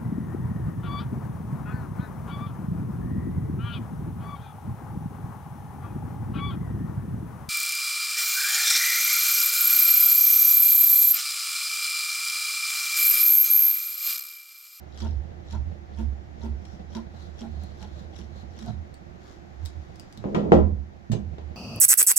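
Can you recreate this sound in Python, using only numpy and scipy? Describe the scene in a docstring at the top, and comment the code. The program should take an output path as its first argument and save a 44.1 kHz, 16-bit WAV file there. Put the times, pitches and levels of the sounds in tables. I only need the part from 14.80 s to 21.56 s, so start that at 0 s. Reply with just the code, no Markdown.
"""A twist bit turned by hand through a stick in a vise, close to a stereo pair in a small workshop.
At each turn the flutes scrape and snap fibres, and the bit sticks and slips so that the wood groans
and creaks. The bit slides out, chips tick and fingers brush off the dust. The steel tool is put down
on the bench with a knock that ducks the gain, then the bar of the vise drops with a clink.
Rustling hands, the low boom of the swaying bench and quiet room tone lie underneath."""
import sys
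import numpy as np
from scipy import signal
from scipy.fft import rfft, irfft
from scipy.io import wavfile
from scipy.ndimage import uniform_filter1d

SR = 44100
rng = np.random.default_rng(int(sys.argv[2]) if len(sys.argv) > 2 else 0)


def materialize(psi):
    """Save the field psi as 16-bit PCM at rate SR to the path in sys.argv[1].

    A 1-D psi becomes a single channel; in a 2-D psi each row is a channel.
    """
    bounded = np.clip(np.atleast_2d(psi).T, -1, 1)
    quanta = np.round(bounded * 32767).astype(np.int16)
    wavfile.write(sys.argv[1], SR, quanta)


N = 298116
T = np.arange(N) / SR

# turns of the handle: t/s, half-length/s, scrape/dB, groan/dB, groan f/Hz, push on the bench/dB
TURNS = [(0.217, 0.023, -47.5, -35.5, 222.2, -25.5), (0.723, 0.018, -51, -38.5, 209.6, -27),
         (1.188, 0.019, -56, -33.5, 217.7, -26.5), (1.637, 0.017, -57, -33.5, 222, -29),
         (2.155, 0.014, -50.5, -31, 220, -56), (2.61, 0.022, -54.5, -36, 222.8, -60),
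         (3.017, .023, -52.5, -42.5, 204.3, -44), (3.389, 0.019, -51, -41.5, 200, -68),
         (3.806, 0.026, -53, -41.5, 220, -48)]
# resonances of the steel bit and its handle: f/Hz, width/Hz, level/dB
BIT_MODES = [(3280, 120, 4), (3900, 63, 3), (5560, 340, 9.5), (10150, 220, 7.5)]
# spectrum of scraping flutes, also of other rubs and rattles: f/Hz, level/dB
SCRAPE_SPECTRUM = [(300, 8.5), (1500, 4.5), (2400, -9.5), (3400, -1.5), (5500, -5), (7200, -7.5),
                   (8600, -24.5), (10300, -20), (15500, -30)]
# spectrum of a dry snap: f/Hz, level/dB
SNAP_SPECTRUM = [(600, 1), (2200, 1), (3800, -0.5), (7000, -7), (9000, -15), (15500, -26)]


def amp(db):
    return 10 ** (np.asarray(db) / 20)


def unit(x):
    return x / np.sqrt(np.mean(x ** 2) + 1e-20)


def bins(x):
    return np.fft.rfftfreq(x.shape[-1], 1 / SR)


def curve_at(points, hz):
    """Reads rows of (f/Hz, value) on a log-frequency axis."""
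    f, value = np.transpose(points)
    return np.interp(np.log(hz + 1), np.log(f), value)


def colour(x, spectrum):
    """Filters by rows of (f/Hz, level/dB)."""
    return irfft(rfft(x) * amp(curve_at(spectrum, bins(x))), x.shape[-1])


def pan(x, balance):
    """Leans each band towards the left or the right microphone."""
    lean = amp(curve_at(balance, bins(x)) * np.array([[.5], [-.5]]))
    return irfft(rfft(x) * lean / np.sqrt(np.mean(lean ** 2, 0)), x.shape[-1])


def add(mix, start_s, sound):
    part = mix[:, round(start_s * SR):][:, :sound.shape[-1]]
    part += sound[..., :part.shape[-1]]


def noise(size):
    """A diffuse field, only weakly alike at the two microphones."""
    # likeness of left and right: f/Hz, correlation
    likeness = [(60, -0.34), (200, 0.22), (1200, -0.51), (6000, 0.0035)]
    white = rng.standard_normal((2, size))
    left, other = rfft(white)
    alike = curve_at(likeness, bins(white))
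    return irfft(np.array([left, alike * left + np.sqrt(1 - alike ** 2) * other]), size)


def resonate(x, modes):
    """Parallel resonances, one for each row (f/Hz, width/Hz, level/dB)."""
    return sum(amp(db) * signal.lfilter(*signal.iirpeak(hz, hz / width, SR), x)
               for hz, width, db in modes)


def ring(modes, spread_hz):
    """One second of free ringing; up to spread_hz, higher modes reach the pair further out of step."""
    t, phase = T[:SR], np.array([[-1], [1]]) * np.pi / 4
    return sum(amp(db - 60 * t / t60) * np.sin(2 * np.pi * hz * t + min(hz / spread_hz, 1) * phase)
               for hz, db, t60 in modes)


def die_away(x, stretch=1):
    """Each band fades over the decay time of the workshop, times stretch."""
    # decay of the workshop: f/Hz, t60/s
    decay_times = [(80, 0.69), (600, 0.35), (8000, 0.26), (15000, 0.087)]
    hz, t, bands = signal.stft(x, SR, nperseg=256)
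    t60 = stretch * curve_at(decay_times, hz)[:, None]
    return signal.istft(bands * amp(-60 * t / t60), SR)[1][:, :x.shape[-1]]


def room(x, wet_db):
    """Adds the short tail from the near walls."""
    tail = die_away(noise(SR), stretch=0.64) * np.minimum(T[:SR] / 0.00055, 1)
    return x + amp(wet_db) * signal.fftconvolve(x, tail / np.linalg.norm(tail[0]), axes=1)[:, :N]


def wander(hz):
    """Random drift of unit size, slower than about hz."""
    return unit(irfft(rfft(rng.standard_normal(N)) * np.exp(-(bins(T) / hz) ** 2), N))


def swells(rows, shape=2):
    """A swell for each row (t/s, half-length/s, level/dB): shape 2 is a bell, 1 a cusp."""
    t = T[::20]
    power = sum(amp(db) ** 2 * np.exp(-np.minimum(abs((t - s) / half) ** shape, 60))
                for s, half, db in rows)
    return np.interp(T, t, np.sqrt(power))


def judder(hz, jitter, pace_hz):
    """A stick-slip swing whose pitch wanders."""
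    return np.sqrt(2) * np.sin(2 * np.pi * np.cumsum(hz * (1 + jitter * wander(pace_hz))) / SR)


def slips(per_s, spread_db):
    """Fibres catching and letting go: random impulses, a few of them large."""
    sizes = amp(spread_db * np.minimum(rng.exponential(1, N), 4)) * (rng.random(N) < per_s / SR)
    return unit(sizes * rng.standard_normal((2, N)))


def soften(x, hz):
    """A soft contact loses the treble."""
    return signal.lfilter(*signal.butter(2, hz, fs=SR), x)


def regrips(db):
    """Rows for swells: the hand takes a new grip halfway between two turns."""
    times = np.transpose(TURNS)[0]
    return [(s, 0.27, db) for s in (times[:-1] + times[1:]) / 2]


def room_tone():
    """The steady air of the workshop, its bass to the right."""
    # spectrum of the air: f/Hz, level/dB
    spectrum = [(25, -12.5), (75, 0.5), (270, -11.5), (350, -1), (430, -21), (750, -10.5), (1000, -20),
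                (1960, -21), (2800, -30.5), (6700, -37), (8600, -52.5), (16000, -55.5)]
    # its balance at the pair: f/Hz, left minus right/dB
    balance = [(60, -17), (500, -1.5), (5000, 0.5)]
    return pan(amp(-48.5) * unit(colour(noise(N), spectrum)), balance)


def hands():
    """Skin and cloth rub softly, more at each new grip."""
    # spectrum of hands and shirt: f/Hz, level/dB
    rustle = [(30, 4.5), (110, 9), (210, 11), (290, -7), (480, -0.5), (780, -4), (1100, -31), (4000, -27.5),
              (15000, -83)]
    # a hand goes for the vise: t/s, half-length/s, level/dB
    reach = (6.66, 0.11, -44.5)
    level = np.hypot(amp(-52), swells(regrips(db=-51) + [reach]))
    return unit(colour(noise(N), rustle)) * level * amp(4 * wander(38))


def bench_sway():
    """The bench booms and rumbles low, swelling with each turn, grip and nudge, the dropped tool and the later
    blows."""
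    # fingers nudge the stick, and the bench booms after the late blows at 6.33 and 6.58 s: t/s, half-length/s,
    # level/dB
    nudges = [(0.888, 0.022, -29), (2.773, 0.071, -35.5), (3.999, 0.036, -34), (4.84, 0.039, -33.5),
              (4.992, 0.039, -36), (6.475, 0.059, -33), (6.67, 0.068, -35)]
    # sway under the dropped tool: t/s, half-length/s, level/dB
    drop = (5.86, 0.1, -19)
    pushes = [(s + 4.25 * half, 3.2 * half, db) for s, half, *_, db in TURNS]
    level = np.hypot(swells(pushes + [drop] + regrips(db=-44) + nudges), amp(-51.5))
    rumble = unit(colour(noise(N), [(45, -14), (75, -1), (130, -14.5), (900, -96.5)]))
    return level * (judder(74.5, jitter=0.069, pace_hz=22.2) + amp(-6) * rumble)


def fibre_snaps():
    """A fibre caught by a flute breaks all at once, in a gritty burst that rings the bit."""
    # caught fibres: t/s, level/dB
    catches = [(0.1756, -46), (0.2036, -41.5), (0.709, -47), (0.726, -45), (1.187, -51), (1.6274, -59),
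               (1.8526, -47), (2.1508, -39), (2.167, -46), (2.5905, -46), (3.0052, -54), (3.0267, -43),
               (3.3619, -46), (3.3889, -44.5), (3.7892, -41.5), (3.8252, -44.5)]
    breaks, decay_s = np.zeros(N), 0.0042
    for s, db in catches:
        breaks[round(s * SR)] = amp(db)
    bursts = signal.lfilter([1], [1, -np.exp(-1 / (decay_s * SR))], breaks)
    grit = unit(colour(slips(per_s=6000, spread_db=1), SNAP_SPECTRUM))
    return unit(grit + resonate(grit, BIT_MODES)) * bursts


def fibre_crackle():
    """Each fibre that breaks pings briefly at one of many pitches."""
    pitches_hz, width_hz = np.geomspace(2600, 14000, 18), 330
    fibres = slips(per_s=1200, spread_db=3.5)
    which = rng.integers(0, len(pitches_hz), N)
    return unit(sum(resonate(fibres * (which == k), [(hz, width_hz, 0)])
                    for k, hz in enumerate(pitches_hz)))


def flute_scrape():
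    """At each turn the flutes tear fibres in the hole, and the steel rings with them."""
    times, half, scrape_db, *_ = np.transpose(TURNS)
    fibres = unit(colour(fibre_crackle() + .7 * slips(per_s=700, spread_db=2.5), SCRAPE_SPECTRUM))
    # the point of contact travels along the flutes, so the modes of the bit speak by turns
    steel = sum(resonate(fibres, [mode]) * amp(4 * wander(45) + 3 * wander(4)) for mode in BIT_MODES)
    return (fibres + 0.44 * unit(steel)) * swells(zip(times, 0.98 * half, scrape_db), shape=1)


def stick_groan():
    """The bit sticks and slips at each turn, and the stick groans at the rate of the slips."""
    # low resonances of the stick: f/Hz, width/Hz, level/dB
    modes = [(216, 14.5, 3), (347.5, 37, 9.2)]
    times, half, _, groan_db, groan_hz, _ = np.transpose(TURNS)
    tone = judder(np.interp(T, times, groan_hz), jitter=0.0369, pace_hz=42.7)
    groan = unit(tone + 0.43 * unit(resonate(noise(N), modes)))
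    onset_s, rise_s = times - 0.2 * half, 0.98 * half
    age = np.maximum((T[:, None] - onset_s) / rise_s, 0)
    level = (age * np.exp(1 - np.minimum(age, 40))) @ amp(groan_db)
    return room(groan * level, wet_db=-10)


def hole_creaks():
    """The wall of the hole creaks: a wavering tone over one small, uneven knock at each slip."""
    # creaks: t/s, level/dB, f/Hz
    creaks = [(0.255, -42, 933), (0.751, -43.5, 905), (1.202, -47, 905), (1.65, -45.5, 910),
              (2.174, -44, 974), (2.65, -47, 819), (3.039, -48.5, 847.4), (3.887, -43, 715)]
    # resonances of the stick as the bit drags in it: f/Hz, width/Hz, level/dB
    modes = [(679, 71, 2.5), (925, 195, 1.5), (1354, 123, -1.5)]
    turn_times, *_, groan_hz, _ = np.transpose(TURNS)
    slip_hz = np.interp(T, turn_times, groan_hz) * (1 + 0.06 * wander(150))
    slip_count = np.floor(np.cumsum(slip_hz) / SR)
    chatter = np.diff(slip_count, prepend=0) * (1 + .5 * rng.standard_normal((2, N)))
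    hollow = unit(resonate(resonate(chatter, modes), modes))
    times, _, creak_hz = np.transpose(creaks)
    tone = judder(np.interp(T, times, creak_hz), jitter=0.04025, pace_hz=153.5)
    level = swells([(s, 0.017, db) for s, db, _ in creaks])
    return room(unit(hollow + 1.43 * tone) * level, wet_db=-9)


def loose_bit():
    """The bit spins on lightly between turns and at last slides out, rasping at a mode of the steel."""
    # spins: t/s, half-length/s, level/dB, ring f/Hz
    spins = [(1.91, .06, -58, 5470), (2.42, 0.047, -53, 4030), (2.83, 0.072, -56, 4077),
             (3.185, 0.045, -54, 3920), (3.59, 0.039, -55.5, 4110), (3.89, 0.028, -51, 3920)]
    out, width_hz = np.zeros((2, N + SR)), 350
    t = T[:SR] - .5  # each rasp peaks in the middle of its second
    for s, half, db, hz in spins:
        drag = noise(SR)
        steel = unit(resonate(drag, [(hz, width_hz, 0)]))
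        rasp = unit(unit(colour(drag, SCRAPE_SPECTRUM)) + amp(-9) * steel)
        add(out, s, amp(db) * rasp * np.exp(-abs(t / half) ** 1.5 / 2))
    return out[:, SR // 2:][:, :N] * amp(1.5 * wander(50))


def chip_ticks():
    """A chip breaks with a short, bright crackle and the steel rings for an instant."""
    # ticks: t/s, level/dB, ring f/Hz
    ticks = [(2.836, -44, 4200), (3.862, -47, 3900), (4.142, -45, 4470), (4.853, -41.5, 5330),
             (4.859, -35, 3830), (5.158, -48, 5150), (5.197, -39, 4860), (5.326, -45.5, 4820),
             (5.375, -42, 3900)]
    out, t = np.zeros((2, N)), T[:SR // 8]
    for s, db, hz in ticks:
        snap = unit(np.diff(colour(noise(len(t) + 1), SNAP_SPECTRUM))) * np.exp(-t / 0.0011)
        steel = ring([(hz, -5, .03)], spread_hz=900)[:, :len(t)]
        add(out, s, amp(db) * (snap + steel))
    return room(out, wet_db=-3.4)


def vise_jolts():
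    """The vise thumps as the bit lets go, a finger knocks and the bar drops."""
    # jolts: t/s, level/dB
    jolts = [(3.878, -25), (5.377, -33.5), (6.299, -13.5)]
    # modes of the vise: f/Hz, level/dB, t60/s
    modes = [(115.7, -4, 0.21), (150.2, -3, 0.14), (201.2, 0.5, 0.12)]
    out = np.zeros((2, N))
    thump = ring(modes, spread_hz=1000) * (1 - np.exp(-T[:SR] / 0.0031))
    for s, db in jolts:
        add(out, s, amp(db) * thump)
    return room(out, wet_db=-4)


def dust_brushing():
    """Fingers brush the dust off the stick: skin drags on wood as a plain hiss."""
    # strokes: t/s, half-length/s, level/dB
    strokes = [(4.495, 0.065, -54), (4.87, 0.045, -56), (5.28, 0.4, -61)]
    return unit(colour(slips(per_s=3000, spread_db=0.5), SCRAPE_SPECTRUM)) * swells(strokes)


def bench_knocks():
    """Each blow clunks, thuds and rings the bench top; the tool skids dully before it drops."""
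    # blows and bounces: t/s, level/dB, treble cutoff f/Hz
    blows = [(5.441, -22.5, 1380), (5.456, -16.5, 425), (5.547, -13.5, 2450), (5.571, -14, 548),
             (5.7198, -1, 1298), (5.731, -4.5, 704.6), (5.757, -14.5, 1010), (5.789, -10.5, 630),
             (6.334, -18.5, 565), (6.583, -34.5, 3720)]
    # modes of the bench top: f/Hz, level/dB, t60/s
    top_modes = [(164.8, -5.5, 0.44), (203.8, 0, 0.51), (350.2, -3.5, 0.23), (413, -0.5, 0.13),
                 (527, -5, 0.21), (619, -7.5, 0.21), (790, -12.5, 0.21), (1010, -11.5, 0.36)]
    # hollow clunk of steel on the top: f/Hz, level/dB, t60/s
    clunk_modes = [(475, -2, 0.11), (685, -8.5, 0.08), (800, -7.5, 0.052)]
    # spectrum of the thud and the skid: f/Hz, level/dB
    spectrum = [(40, -15.5), (195, -4), (450, -4), (800, -10), (1150, -15.5), (1700, -24.5), (3000, -20),
                (7600, -27.5), (9000, -39.5), (15500, -38)]
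    out = np.zeros((2, N))
    top, clunk = ring(top_modes, spread_hz=670), ring(clunk_modes, spread_hz=870)
    for s, db, cutoff_hz in blows:
        thud = die_away(unit(colour(noise(SR), spectrum))) * (1 + np.exp(-T[:SR] / 0.005))
        # hard blows clunk far more than soft ones
        blow = amp(0.8 * db) * clunk + amp(-11.5) * top + amp(-11) * thud
        add(out, s, amp(db) * soften(blow, cutoff_hz))
    skid = soften(unit(colour(noise(N), spectrum)), hz=496) * swells([(5.65, 0.1, -25.5)])
    return out + skid


def tool_clatter():
    """Where bare steel strikes the bench, the tool rings and its loose handle clatters."""
    # strikes: t/s, level/dB
    strikes = [(5.547, -35), (5.72, -30)]
    # modes of the steel tool: f/Hz, level/dB, t60/s
    modes = [(1240, -1, 0.22), (1355, -3.5, 0.31), (1452, -11.5, 0.17), (1910, -6, 0.27)]
    out, steel = np.zeros((2, N)), ring(modes, spread_hz=1300)
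    for s, db in strikes:
        clatter = die_away(unit(colour(noise(SR), SCRAPE_SPECTRUM)))
        add(out, s, amp(db) * (steel + amp(-7) * clatter))
    return out


def bar_clink():
    """The sliding bar of the vise drops against its stop, with a crack and a ring."""
    # hits on the stop: t/s, level/dB
    clinks = [(6.317, -38), (6.325, -43.5)]
    # modes of the bar: f/Hz, level/dB, t60/s
    modes = [(668, 7, .18), (2864, -4, .1), (4000, -4, .06), (6428, -3, .12), (7700, 0, .08),
             (14900, -12, .08)]
    out, steel = np.zeros((2, N)), ring(modes, spread_hz=900)
    for s, db in clinks:
        crack = unit(colour(noise(SR), SNAP_SPECTRUM)) * np.exp(-T[:SR] / 0.0071)
        add(out, s, amp(db) * (.5 * steel + 1.27 * crack))
    return room(out, wet_db=0.66)


def standing_waves(x):
    """The low resonances of the workshop reach the two microphones in opposite phase."""
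    # room modes: f/Hz, width/Hz, level/dB
    modes = [(220, 20, -11.5), (345, 13, -1)]
    return x + np.array([[1], [-1]]) * signal.hilbert(resonate(x.mean(0), modes)).imag


def scene():
    """Vise and bench as the pair hears them, bass to the right and treble to the left."""
    # balance of sounds at the vise: f/Hz, left minus right/dB
    vise_side = [(200, -10.5), (380, -3), (800, -1), (4400, 4.5)]
    # balance of sounds on the bench: f/Hz, left minus right/dB
    bench_side = [(190, -7.5), (330, 0), (600, -5), (1200, 4.5)]
    air = room_tone()
    drilling = room(flute_scrape() + fibre_snaps(), wet_db=-7) + stick_groan() + hole_creaks()
    handling = hands() + bench_sway() + dust_brushing()
    at_vise = drilling + handling + loose_bit() + chip_ticks() + vise_jolts() + bar_clink()
    on_bench = bench_knocks() + tool_clatter()
    return standing_waves(pan(at_vise, vise_side) + pan(on_bench, bench_side)) + air


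def record(dry):
    """The recorder's gain ducks after the loud knock and recovers; peaks round off; top treble is cut."""
    threshold_db, duck_share, attack_s, recover_db_per_s = -18, 0.4, 0.2, 15
    power_db = 10 * np.log10(abs(uniform_filter1d((dry ** 2).mean(0), size=1000)) + 1e-12)
    fall_db = recover_db_per_s * T
    held_db = np.maximum.accumulate(power_db + fall_db) - fall_db
    over_db = np.maximum(held_db - threshold_db, 0)
    pole = np.exp(-1 / (attack_s * SR))
    ducked = dry / amp(duck_share * signal.lfilter([1 - pole], [1, -pole], over_db))
    rounded = ducked / (1 + ducked ** 6) ** (1 / 6)
    lowpass = signal.firwin(511, 15900, window=("kaiser", 9), fs=SR)
    return signal.oaconvolve(rounded, lowpass[None], "same")


dry = scene()
out = record(dry)
materialize(out)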